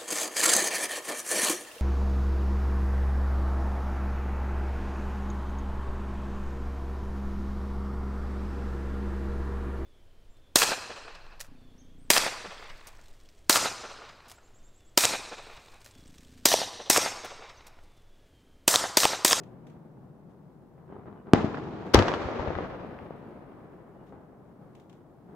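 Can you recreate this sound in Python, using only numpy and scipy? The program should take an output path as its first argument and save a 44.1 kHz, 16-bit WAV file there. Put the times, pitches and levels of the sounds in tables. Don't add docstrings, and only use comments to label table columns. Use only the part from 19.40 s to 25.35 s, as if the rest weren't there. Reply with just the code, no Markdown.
import sys
import numpy as np
from scipy import signal
from scipy.fft import rfft, irfft, next_fast_len
from scipy.io import wavfile
from scipy.ndimage import map_coordinates

SR = 44100
rng = np.random.default_rng(int(sys.argv[2]) if len(sys.argv) > 2 else 0)


def transcribe(u):
    v = np.clip(np.atleast_2d(u).T, -1, 1)
    q = np.round(v * 32767).astype(np.int16)
    wavfile.write(sys.argv[1], SR, q)


N = 262395

# (time [s], level [dB], length [ms], low-pass edge [Hz], left-right [dB])
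SHELLS = [(1.935, 5.5, 2.48, 4750, -1.4), (2.5458, 2.5, 1.8, 13000, -1)]
# (time [s], level [dB], length [ms], left-right [dB])
REFLECTIONS = [(1.946, -10.5, 2.4, 2), (1.957, -18, .7, -2), (1.9747, -14, 2.7, 3.5),
               (2.0432, -9, 2.9, 1.5), (2.145, -19.5, 0.72, -3), (2.1722, -24.5, 0.56, -9),
               (2.183, -21, 1.2, -6), (2.548, -4, 1.63, -3), (2.5545, -4.5, 0.87, 2.5),
               (2.5788, -15, 3.6, -6), (2.5903, -8.5, 0.63, -1), (2.6239, -11.5, .8, -2),
               (2.6825, -10.5, 0.64, -2), (2.7176, -19, .8, -15), (2.739, -14, 0.6, 0.5),
               (2.887, -21, 1.3, -10), (2.9279, -26, 1.2, -10), (2.996, -17, 1.15, 9),
               (3.075, -18.5, 1.1, 12.5), (3.1044, -15, 1.36, 7), (3.153, -20, 0.51, 5),
               (3.1871, -17, 0.82, 10), (3.589, -31.5, 0.36, 0.5), (3.707, -25.5, 1.15, 7.5),
               (3.8762, -34, 1.5, -3)]
# (frequency [Hz], relative density [dB])
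SLAP_COLOUR = [(100, -16.5), (400, -1.5), (800, 2.5), (1600, -5.5), (2600, -15), (5000, -20), (8000, -34.5),
               (15000, -55)]
# (frequency [Hz], relative density [dB])
TEAR_COLOUR = [(40, -13), (250, -12), (450, -3), (1300, 0), (2400, -9.5), (3800, -8), (5900, -10.5),
               (7500, -28.5), (10500, -29.5), (15000, -32)]
SPREAD_S = 0.042


def amp(db):
    return 10 ** (np.asarray(db) / 20)


def unit(x):
    return x / np.sqrt(np.mean(x ** 2) + 1e-20)


def along(points, hz):
    point_hz, values = np.transpose(points)
    return np.interp(np.log(hz + 1), np.log(point_hz), values)


def since(start_s):
    return np.maximum(np.arange(N) / SR - start_s, 0)


def level(rows):
    return amp(np.interp(since(0), *np.transpose(rows)))


def panned(pan_db):
    return amp([[pan_db / 2], [-pan_db / 2]])


def wobble(knots_per_s):
    knots = rng.standard_normal(int(N * knots_per_s / SR) + 4)
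    return map_coordinates(knots, [np.arange(N) * knots_per_s / SR])


def filtered(x, response):
    size = next_fast_len(N + SR // 2)
    hz = np.fft.rfftfreq(size, 1 / SR)
    return irfft(rfft(x, size) * response(hz), size)[..., :N]


def butter(x, hz, kind, order):
    sos = signal.butter(order, min(hz, SR / 2 - 100), kind, fs=SR, output="sos")
    return signal.sosfilt(sos, x)


def scatter(colour, spiky_db):
    # (frequency [Hz], level [dB])
    side_width = [(60, -18.5), (250, -8.5), (500, -8), (1000, -5.5), (4000, 0.5), (12000, -5)]
    size_db = spiky_db * np.repeat(rng.standard_normal(N // 32 + 1), 32)[:N]
    pair = amp(size_db) * rng.standard_normal((2, N))

    def mid_side_gains(hz):
        return amp(along(colour, hz)) * np.array([np.ones_like(hz), amp(along(side_width, hz))])

    mid, side = filtered(pair, mid_side_gains)
    return unit(np.array([mid + side, mid - side]))


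def swells(rows, t60_s):
    power, t = np.zeros(N + SR), np.arange(SR) / SR
    for start_s, db, rise_s in rows:
        envelope = amp(db - 60 * t / t60_s) * (1 - np.exp(-t / rise_s))
        power[max(round(start_s * SR), 0):][:SR] += envelope ** 2
    return np.sqrt(power[:N])


def through_air(x, travel_s, air_db_per_s_khz):
    hz, t, z = signal.stft(x, SR, nperseg=512)
    loss_db = air_db_per_s_khz * np.outer(hz / 1000, np.interp(t, since(0), travel_s))
    return signal.istft(z * amp(-loss_db), SR, nperseg=512)[1][:, :N]


def shocks(rows, rough_db, rear_share, low_cut_hz=110, rough_ms=4.1, rough_width=.45):
    out, ms = np.zeros((2, N)), np.arange(SR // 20) * 1000 / SR
    for start_s, db, length_ms, edge_hz, pan_db in rows:
        rear = (1 - np.tanh((ms - length_ms) / (rear_share * length_ms))) / 2
        wave = (1 - 2 * ms / length_ms) * rear
        wave = butter(wave, edge_hz, "low", order=3)
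        mid, side = rng.standard_normal((2, len(ms))) * np.exp(-ms / rough_ms)
        splash = (mid + rough_width * np.array([side, -side])) / np.linalg.norm(mid)
        splash = butter(splash, 1200, "high", order=2)
        rough = signal.fftconvolve(wave[None], splash, axes=1)[:, :len(ms)]
        pair = amp(db) * panned(pan_db) * (wave + amp(rough_db) * rough)
        lead = round(pan_db)
        out[0, round(start_s * SR) - lead:][:len(ms)] += pair[0]
        out[1, round(start_s * SR):][:len(ms)] += pair[1]
    return butter(out, low_cut_hz, "high", order=2)


def night():
    # (time [s], level [dB])
    rumble_level = [(0, -54), (1.4, -56.5), (3.5, -48), (5.0, -56), (5.3, -52.5), (5.65, -55.5),
                    (5.95, -52)]
    # (frequency [Hz], relative density [dB])
    rumble_colour = [(20, -26), (50, -10), (90, -13), (135, -1), (190, -0.5), (260, -6.5), (380, -7),
                     (500, -15), (800, -15.5), (1400, -27), (2500, -42), (6000, -55)]
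    hiss_colour = [(100, 4), (3000, 3), (5000, 2), (9000, 0), (15500, 0)]
    rumble = level(rumble_level) * amp(0.92 * wobble(17)) * scatter(rumble_colour, spiky_db=-1.5)
    hiss = amp(-83.5) * scatter(hiss_colour, spiky_db=0)
    high_tone = amp(-100) * np.sin(2 * np.pi * 13980 * since(0) + wobble(120))
    return rumble + hiss + high_tone


def wash(colour, age_s, air_db_per_s_khz, spiky_db, flutter_db):
    dulled = through_air(scatter(colour, spiky_db), age_s, air_db_per_s_khz)
    return dulled * amp(flutter_db * wobble(55))


def roll(age_s, spread_db_per_decade=21, slope_delay_s=.62, slope_peak_db=5.5, slope_octaves=0.47):
    spread_db = spread_db_per_decade * np.log10(1 + age_s / SPREAD_S)
    octaves = np.log2(age_s / slope_delay_s + 1e-9)
    slope_db = slope_peak_db * np.exp(-.5 * (octaves / slope_octaves) ** 2)
    return amp(slope_db - spread_db) * (age_s > 0)


def echoes(old_age_s=1, old_db=-48, old_fade_db_per_s=5,
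           thump_db=-18.0, thump_pan_db=-0.5, thump_fade_db_per_s=3,
           crack_db=-14.5, crack_fade_db_per_s=0.46):
    # (frequency [Hz], relative density [dB])
    old_colour = [(25, -29), (55, -16), (100, -12.5), (135, 2), (185, -2), (260, -8), (420, -9),
                  (600, -13.5), (1000, -19), (2000, -31.5), (4000, -41.5), (10000, -59.5)]
    thump_colour = [(25, -29), (55, -14), (105, -1.5), (200, 0), (315, 0.5), (410, -2), (550, -8.5),
                    (800, -8.5), (1300, -15.5), (2000, -24), (4000, -34.5), (6800, -45), (10000, -64.5),
                    (15000, -77.5)]
    crack_colour = [(25, -25.5), (50, -10), (100, -2), (225, -4.5), (320, 0), (560, -2), (800, -6),
                    (1300, -9.5), (2000, -16.5), (4000, -27), (6500, -34), (9000, -51), (15000, -71.5)]
    thump_age, crack_age = (since(start_s) for start_s, *_ in SHELLS)
    old = wash(old_colour, since(0) + old_age_s, air_db_per_s_khz=3.5, spiky_db=-0.5, flutter_db=2.0)
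    old = amp(old_db - old_fade_db_per_s * since(0)) * old
    thump = wash(thump_colour, thump_age, air_db_per_s_khz=1.23, spiky_db=1.5, flutter_db=1.06)
    thump = roll(thump_age) * amp(thump_db - thump_fade_db_per_s * thump_age) * thump
    crack = wash(crack_colour, crack_age, air_db_per_s_khz=3.0, spiky_db=1.16, flutter_db=1.2)
    crack = roll(crack_age) * amp(crack_db - crack_fade_db_per_s * crack_age) * crack
    return old + thump * panned(thump_pan_db) + crack


def ticks(rise_s=0.00047, t60_s=0.037, trail_db=-10, rustle_rise_s=0.01, rustle_t60_s=0.24):
    # (time [s], level [dB])
    tick_rows = [(0.034, -56), (0.268, -56), (0.298, -60.5), (5.351, -56.5), (5.398, -58.5), (5.496, -57),
                 (5.528, -59.5)]
    rustle_rows = [(.892, -74), (2.455, -58), (4.66, -67)]
    # (frequency [Hz], relative density [dB])
    tick_colour = [(500, -1.5), (1900, 2), (3500, 1), (4700, -9), (6500, -5.5), (10000, -17.5),
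                   (15000, -21.5)]
    snaps = swells([(s, db, rise_s) for s, db in tick_rows], t60_s)
    trails = [(s, db + trail_db) for s, db in tick_rows]
    rustles = swells([(s, db, rustle_rise_s) for s, db in [*trails, *rustle_rows]], rustle_t60_s)
    return np.hypot(snaps, rustles) * scatter(tick_colour, spiky_db=2)


def far_reports(body_t60_s=.6, pop_db=-10, pop_t60_s=.09,
                front_db=12, sharp_rise_s=0.0028, length_ms=1.4, edge_hz=1500):
    # (time [s], level [dB], rise [s])
    reports = [(1.379, -53.5, 0.0033), (1.472, -39.5, 0.039), (1.525, -47, 0.0025), (1.585, -46.5, 0.0082),
               (1.658, -42, 0.0059), (1.741, -44, 0.023), (1.86, -39.5, 0.013), (4.724, -47.5, 0.0026),
               (5.875, -48, 0.02)]
    # (frequency [Hz], relative density [dB])
    far_colour = [(25, -21), (90, -1), (200, 3.5), (300, -2), (410, 1.5), (540, -7.5), (850, -7.5),
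                  (1500, -18), (2500, -34.5), (4000, -47), (9000, -83.5)]
    fronts = []
    for start_s, db, rise_s in reports:
        blur_db = 20 * np.log10(rise_s / sharp_rise_s)
        fronts.append((start_s, db + front_db - blur_db, length_ms, edge_hz, 0))
    pops = swells(reports, pop_t60_s) * scatter(SLAP_COLOUR, spiky_db=-0.5)
    pops = butter(pops, 2400, "low", order=2)
    body = swells(reports, body_t60_s) * scatter(far_colour, spiky_db=4)
    return shocks(fronts, rough_db=-19, rear_share=0.081) + amp(pop_db) * pops + body


def chirps(length_s=.085, sag_hz_per_s=1660, waver_rad=1.3):
    # (time [s], starting frequency [Hz], level [dB])
    peeps = [(1.496, 3140, -80), (1.75, 2990, -79), (4.57, 2950, -80)]
    out, drift_rad = np.zeros(N), waver_rad * wobble(90)
    for start_s, hz, db in peeps:
        t = np.minimum(since(start_s), length_s)
        envelope = np.sin(np.pi * t / length_s)
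        out += amp(db) * envelope * np.sin(2 * np.pi * (hz - sag_hz_per_s * t / 2) * t + drift_rad)
    return out


def bangs():
    thump, crack = SHELLS
    return (shocks([thump], rough_db=-15, rear_share=0.13, low_cut_hz=130, rough_ms=1.6, rough_width=0.51)
            + shocks([crack], rough_db=-11, rear_share=.14, low_cut_hz=150, rough_ms=0.27, rough_width=.3))


def reflections(thump_sharpness=2.2, crack_sharpness=4.2, blunt_s=.3):
    (thump_s, *_), (crack_s, *_) = SHELLS
    rows = []
    for start_s, db, length_ms, pan_db in REFLECTIONS:
        from_crack = start_s > crack_s - SPREAD_S
        fired_s, sharpness = (crack_s, crack_sharpness) if from_crack else (thump_s, thump_sharpness)
        wave_hz = 1000 / length_ms
        edge_hz = wave_hz * sharpness / (1 + (start_s - fired_s) / blunt_s)
        rows.append((start_s, db, length_ms, edge_hz, pan_db))
    return shocks(rows, rough_db=-9.5, rear_share=0.062)


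def slaps(clatter_db=-16.5, rise_s=.0015, t60_s=0.065,
          snap_db=-19, snap_rise_s=0.0004, snap_t60_s=0.022, db_per_octave=6):
    (thump_s, *_), (crack_s, *_) = SHELLS
    travel_s = np.where(since(crack_s) > 0, since(crack_s), since(thump_s))
    sizes = [(s, db - db_per_octave * np.log2(length_ms)) for s, db, length_ms, _ in REFLECTIONS]
    clatter = swells([(s, db + clatter_db, rise_s) for s, db in sizes], t60_s)
    clatter = clatter * scatter(SLAP_COLOUR, spiky_db=3.0)
    snaps = swells([(s, db + snap_db, snap_rise_s) for s, db in sizes if s > crack_s], snap_t60_s)
    snaps = snaps * scatter(TEAR_COLOUR, spiky_db=2.5)
    return (through_air(clatter, travel_s, air_db_per_s_khz=5.0)
            + through_air(snaps, travel_s, air_db_per_s_khz=10.5))


def tear(db=-15, t60_s=.03, pan_db=7.0, lead_s=.011):
    front_s = SHELLS[1][0]
    swell = np.clip(since(front_s - lead_s) / lead_s, 0, 1) ** 1.3
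    envelope = amp(db - 60 * since(front_s) / t60_s) * swell
    return envelope * scatter(TEAR_COLOUR, spiky_db=2.5) * panned(pan_db)


def booms(t60_s=0.1, low_cut_hz=38):
    # (time [s], level [dB], frequency [Hz])
    boom_rows = [(2.543, -10, 62.3), (2.576, -11.5, 98), (2.608, -20, 98.7), (2.852, -27.5, 81.8),
                 (2.991, -27, 85), (3.075, -24, 84), (3.158, -28.5, 84.3)]
    swings = np.zeros(N)
    for start_s, db, hz in boom_rows:
        t = since(start_s)
        swings -= amp(db - 60 * t / t60_s) * np.sin(2 * np.pi * hz * t)
    return butter(swings, low_cut_hz, "high", order=4)


def knocks(count=22, within_s=1.4, db=-6, spread_db=3.0, length_ms=0.93, edge_hz=1900, pan_spread_db=5):
    crack_s = SHELLS[1][0]
    ages_s = within_s * (np.arange(count) + rng.random(count)) / count + SPREAD_S
    rows = []
    for age_s, (size, stretch, side) in zip(ages_s, rng.standard_normal((count, 3))):
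        knock_db = db + 20 * np.log10(roll(age_s)) + spread_db * size
        knock_ms = length_ms * 2 ** (stretch / 2)
        rows.append((crack_s + age_s, knock_db, knock_ms, edge_hz / (1 + age_s), pan_spread_db * side))
    return shocks(rows, rough_db=-11, rear_share=0.29)


def scene():
    surroundings = night() + echoes() + ticks() + far_reports() + chirps()
    return surroundings + bangs() + reflections() + slaps() + tear() + booms() + knocks()


def record(dry, top_hz=15800):
    # (frequency [Hz], left-right [dB])
    port_lean = [(50, 6), (90, 5), (170, 3), (400, 1.6), (8000, 0.7)]
    heard = filtered(dry, lambda hz: amp(np.outer([.5, -.5], along(port_lean, hz))))
    clipped = heard / (1 + np.abs(heard) ** 5) ** (1 / 5)
    return filtered(clipped, lambda hz: 1 / (1 + (hz / top_hz) ** 120))


dry = scene()
out = record(dry)
transcribe(out)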